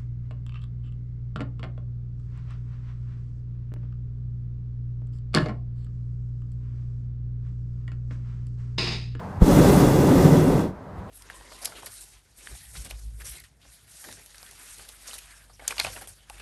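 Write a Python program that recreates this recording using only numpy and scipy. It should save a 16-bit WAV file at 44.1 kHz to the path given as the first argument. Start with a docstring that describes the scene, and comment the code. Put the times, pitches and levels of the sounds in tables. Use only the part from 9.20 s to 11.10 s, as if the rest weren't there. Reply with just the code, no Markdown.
"""The propane burner of a hot-air balloon fires one blast above the basket, in open air.
First only the soft rush of pilot flame and air: flickering noise bands with low gusts. The valve opens and
the gas catches with a deep whump, pushes ringing in low modes. A turbulent flame roars (resonant noise), billows
(low noise) and booms (a wavering sine) under the jets' hiss (treble noise) until the valve shuts.
The soft rush is left, with a low gust and a faint rustle."""
import sys
import numpy as np
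from scipy import signal
from scipy.io import wavfile

SR = 44100
rng = np.random.default_rng(int(sys.argv[2]) if len(sys.argv) > 2 else 0)


def wav_out(sig):
    """Save sig, one row per channel (or a flat mono array), as 16-bit PCM at SR to the path in sys.argv[1]."""
    wavfile.write(sys.argv[1], SR, np.round(np.clip(np.atleast_2d(sig).T, -1, 1) * 32767).astype(np.int16))


N = 83790   # samples, 1.9 s

# Spectrum of the roar. Each row: frequency in Hz, relative density in dB per Hz.
ROAR_SPECTRUM = [(60, -17), (95, -4.5), (140, 0), (280, -4.5), (450, -6), (700, -14), (950, -18),
                 (1250, -21.5), (2000, -32.5), (2500, -38), (4000, -41)]
# Peaks and dips from burner frame and basket. Each row: frequency in Hz, width in Hz, boost in dB.
FRAME_RESONANCES = [(138, 14, 1.5), (177, 32, 3.5), (222.7, 17, -11.5), (286, 49, 6), (341, 26.5, -6),
                    (368.3, 21.6, 5), (564, 12, 3), (645, 45, -4.5), (885, 120, 2.5), (1034, 60, -2),
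                    (1401, 76, -3), (1420, 65, 2.5), (2020, 280, 4.5)]
ROAR_TRIM_DB, ROAR_PATCHY_DB = 1, 0
ROAR_FLUTTER_DB, ROAR_FLUTTER_HZ = 0.7, 37.7
ROAR_TILT_DB_PER_OCTAVE_PER_DB, ROAR_PIVOT_HZ = 0.099, 300


def roar(flame_db, flow_db):
    """Turbulent burning, brighter at high flow, coloured by resonances and reflections, fluttering as a whole."""
    tilt_db = ROAR_TILT_DB_PER_OCTAVE_PER_DB * excess(flow_db)
    burn = turbulence(ROAR_SPECTRUM, ROAR_PATCHY_DB, tilt_db, ROAR_PIVOT_HZ)
    burn = colour(burn, FRAME_RESONANCES)
    flutter_db = ROAR_FLUTTER_DB * drift(ROAR_FLUTTER_HZ)
    return rms_one(reflect(burn)) * from_db(ROAR_TRIM_DB + flame_db + flutter_db)


# Swells of the flame's lowest resonance. Each row: centre in seconds, length in seconds, peak level in dB rms.
BOOM_SWELLS = [(0.41, 0.057, -14), (0.604, 0.36, -24.5), (1.055, .07, -11.5), (1.125, 0.054, -13.5),
               (1.24, .04, -17)]
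BOOM_HZ, BOOM_WANDER_HZ, BOOM_WANDER_RATE_HZ = 141, 5.4, 16.4
BOOM_FLUTTER_DB, BOOM_FLUTTER_HZ = 2.5, 23


def booms():
    """Now and then the flame locks onto its lowest resonance and swells into a wavering drone."""
    pitch_hz = BOOM_HZ + BOOM_WANDER_HZ * drift(BOOM_WANDER_RATE_HZ)
    drone = np.sqrt(2) * np.sin(2 * np.pi * np.cumsum(pitch_hz) / SR)   # rms 1
    flutter = from_db(BOOM_FLUTTER_DB * drift(BOOM_FLUTTER_HZ))
    return drone * swells(BOOM_SWELLS) * flutter


# Slow billowing of the flame. Each row: frequency in Hz, relative density in dB per Hz.
RUMBLE_SPECTRUM = [(15, -12), (28, -20), (48, -4), (65, -9), (90, -14.5), (160, -22)]
RUMBLE_PEAK_DB, RUMBLE_DB_PER_FLAME_DB = -26, 0.98


def rumble(flame_db):
    """The flame billows and shakes the air, following its strength."""
    level_db = RUMBLE_PEAK_DB + RUMBLE_DB_PER_FLAME_DB * (flame_db - flame_db.max())
    return turbulence(RUMBLE_SPECTRUM, patchy_db=1.5) * from_db(level_db)


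# Spectrum of the jets. Each row: frequency in Hz, relative density in dB per Hz.
HISS_SPECTRUM = [(900, 1.5), (2000, -7), (2900, 0), (3650, -2), (5500, -1), (8000, -2), (11000, -5),
                 (15500, -6.5)]
# Colour of the nozzles. Each row: frequency in Hz, width in Hz, boost in dB.
NOZZLE_RESONANCES = [(3130, 310, -18), (3390, 135, 6)]
HISS_TRIM_DB, HISS_PATCHY_DB = 0.5, 1
HISS_FLUTTER_DB, HISS_FLUTTER_HZ = 0.5, 70
HISS_TILT_DB_PER_OCTAVE_PER_DB, HISS_PIVOT_HZ = 0.12, 5000


def jets(flow_db):
    """Propane hisses out of the nozzles with a fine sputter; a narrow resonance sings just above a dip."""
    tilt_db = HISS_TILT_DB_PER_OCTAVE_PER_DB * excess(flow_db)
    hiss = turbulence(HISS_SPECTRUM, HISS_PATCHY_DB, tilt_db, HISS_PIVOT_HZ)
    hiss = colour(hiss, NOZZLE_RESONANCES)
    flutter_db = HISS_FLUTTER_DB * drift(HISS_FLUTTER_HZ)
    return reflect(hiss) * from_db(HISS_TRIM_DB + flow_db + flutter_db)


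# Puffs of gas catching fire. Each row: start in seconds, strength in dB.
IGNITION_PUFFS = [(0.2199, 4), (0.2251, -10), (0.332, -19)]
# What a puff rings with. Each row: frequency in Hz, gain in dB, T60 in seconds.
WHUMP_MODES = [(61, -5.5, 0.089), (123, -5.5, 0.045), (168, -7, 0.064), (327, -6, 0.019),
               (526, -27, 0.0054)]
PUFF_SOFTNESS_HZ = 474


def ignition():
    """Each puff is a soft pressure push that rings for a few deep cycles."""
    push = np.zeros(N) + 1e-18   # keeps the filters out of denormals
    for start_s, db in IGNITION_PUFFS:
        push[int(start_s * SR)] += from_db(db)
    push = signal.sosfilt(signal.butter(2, PUFF_SOFTNESS_HZ, fs=SR, output="sos"), push)
    whump = 0
    for hz, db, t60_s in WHUMP_MODES:
        r = np.exp(-np.log(1000) / (t60_s * SR))
        w = 2 * np.pi * hz / SR
        ring = signal.lfilter([0, np.sin(w)], [1, -2 * r * np.cos(w), r * r], push)
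        whump = whump + from_db(db) * ring
    return whump


# Pilot flame and air. Each row: frequency in Hz, relative density in dB per Hz.
AIR_SPECTRUM = [(20, -10), (50, -2.5), (85, 4.5), (170, 3), (290, -13.5), (500, -5.5), (950, -8),
                (1700, -18.5), (2600, -33.5), (4000, -36.5), (8000, -43), (15000, -52)]
# Level of that rush. Each row: time in seconds, level in dB rms.
AIR_LEVEL_DB = [(0, -35), (0.19, -37), (1.62, -41.5), (1.79, -39.5), (1.9, -39.5)]
# Faint rustle. Each row: frequency in Hz, relative density in dB per Hz.
RUSTLE_SPECTRUM = [(1500, 0), (3000, 5), (4000, 3), (6000, -15), (10000, -5), (15000, -18)]
# Level of the rustle. Each row: time in seconds, level in dB rms.
RUSTLE_LEVEL_DB = [(1.68, -97), (1.79, -61), (1.83, -83), (1.89, -63)]
# Soft low gusts. Each row: frequency in Hz, relative density in dB per Hz.
GUST_SPECTRUM = [(40, -12), (75, 12), (130, 9), (190, -11), (280, -29)]
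# Swells of the gusts. Each row: centre in seconds, length in seconds, peak level in dB rms.
GUST_SWELLS = [(0.185, 0.028, -29), (1.785, 0.047, -32)]


def air():
    """The soft, uneven rush of the pilot flame and the open air, with low gusts and a faint rustle late on."""
    rush = turbulence(AIR_SPECTRUM, patchy_db=1) * from_db(in_time(AIR_LEVEL_DB))
    rustle = turbulence(RUSTLE_SPECTRUM, patchy_db=2.5) * from_db(in_time(RUSTLE_LEVEL_DB))
    gusts = turbulence(GUST_SPECTRUM, patchy_db=-0.5) * swells(GUST_SWELLS)
    return rush + rustle + gusts


# Echoes from frame, tanks and basket. Each row: delay in ms, linear gain.
ECHOES = [(3.3, 0.068), (4.0, 0.051), (5.2, 0.05), (6.9, 0.088)]


def reflect(x):
    """Add the short reflections from around the burner."""
    n = np.arange(N)
    return x + sum(gain * np.interp(n - ms * SR / 1000, n, x, left=0) for ms, gain in ECHOES)


def colour(x, rows):
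    """Boost or cut at each resonance in turn."""
    for hz, width_hz, boost_db in rows:
        x = x + (from_db(boost_db) - 1) * resonate(x, hz, width_hz)
    return x


def resonate(x, hz, width_hz):
    """A resonance with gain 1 on top."""
    r = np.exp(-np.pi * width_hz / SR)
    zeros = np.array([1, 0, -1]) * (1 - r * r) / 2
    poles = [1, -2 * r * np.cos(2 * np.pi * hz / SR), r * r]
    return signal.lfilter(zeros, poles, x)


def turbulence(spectrum, patchy_db, tilt_db=0, pivot_hz=1):
    """Third-octave noise bands, each flickering by patchy_db, tilted in dB per octave; rms 1."""
    points_hz, points_db = np.transpose(spectrum)
    edges_hz = 16 * 2 ** (np.arange(31) / 3)
    white = rng.standard_normal((2, N + SR // 2))   # neighbouring bands take different noise
    out = 0
    for k, (low, high) in enumerate(zip(edges_hz, edges_hz[1:])):
        hz = np.sqrt(low * high)
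        sos = signal.butter(3, [low, high], "band", fs=SR, output="sos")
        band = signal.sosfilt(sos, white[k % 2])[-N:]   # skips the filter's start-up
        level_db = np.interp(np.log(hz), np.log(points_hz), points_db, left=-90, right=-90)
        flicker_db = patchy_db * drift(11.4)
        out = out + band * from_db(level_db + flicker_db + tilt_db * np.log2(hz / pivot_hz))
    return rms_one(out)


REFERENCE_FLOW_DB, TILT_RANGE_DB = -34, 22   # below this range the sound gets no duller


def excess(flow_db):
    """How far the flow is above the reference, in dB."""
    return np.maximum(flow_db - REFERENCE_FLOW_DB, -TILT_RANGE_DB)


def swells(rows):
    """A rounded rise and fall of gain for each centre, length and dB."""
    t = np.arange(N) / SR
    gain = 0
    for centre_s, length_s, db in rows:
        gain = gain + from_db(db) * np.cos(np.pi * np.clip((t - centre_s) / length_s, -.5, .5))
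    return gain


def drift(hz):
    """Smooth random wandering at about this rate, spread 1, drawn every 40 samples."""
    r = np.exp(-2 * np.pi * hz * 40 / SR)
    noise = rng.standard_normal(N // 40 + 2002)
    slow = signal.lfilter([1], [1, -2 * r, r * r], noise)[2000:]
    return np.interp(np.arange(N) / 40, np.arange(len(slow)), rms_one(slow))


def in_time(rows):
    """A control curve at every sample."""
    return np.interp(np.arange(N) / SR, *np.transpose(rows))


def rms_one(x):
    """Scale to unit power."""
    return x / np.sqrt(np.mean(x ** 2) + 1e-20)


def from_db(db):
    """Decibels to gain."""
    return 10 ** (np.asarray(db) / 20)


# Strength of the flame. Each row: time in seconds, level in dB before the roar's trim.
FLAME_DB = [(0.195, -46), (0.218, -17.5), (0.255, -21.5), (0.3, -14.5), (0.385, -13.5), (0.6, -15),
            (0.79, -17), (0.93, -15.5), (1.11, -15.5), (1.2, -17.5), (1.38, -18.5), (1.467, -25),
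            (1.5, -34.5), (1.57, -48)]
# Gas flow through the jets, as hiss level. Each row: time in seconds, level in dB before the hiss trim.
FLOW_DB = [(0.195, -66), (0.222, -43), (0.282, -34.5), (0.5, -32.3), (0.6, -32.5), (0.67, -35), (0.8, -37),
           (1.03, -36), (1.23, -39), (1.28, -40.5), (1.41, -43.5), (1.5, -59), (1.56, -100)]


def scene():
    """One blast over the quiet background."""
    flame_db, flow_db = in_time(FLAME_DB), in_time(FLOW_DB)
    flame = roar(flame_db, flow_db) + booms() + rumble(flame_db)
    return (flame + jets(flow_db) + ignition() + air())[None]


LOW_CUT_HZ, HIGH_CUT_HZ, CEILING = 20, 15250, 1.0


def record(dry):
    """The deepest bass is lost, the highest peaks are rounded off and the top is cut steeply."""
    dry = signal.sosfilt(signal.butter(2, LOW_CUT_HZ, "high", fs=SR, output="sos"), dry)
    rounded = dry / (1 + (dry / CEILING) ** 6) ** (1 / 6)
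    return signal.sosfilt(signal.ellip(16, .1, 90, HIGH_CUT_HZ, fs=SR, output="sos"), rounded)


dry = scene()
out = record(dry)
wav_out(out)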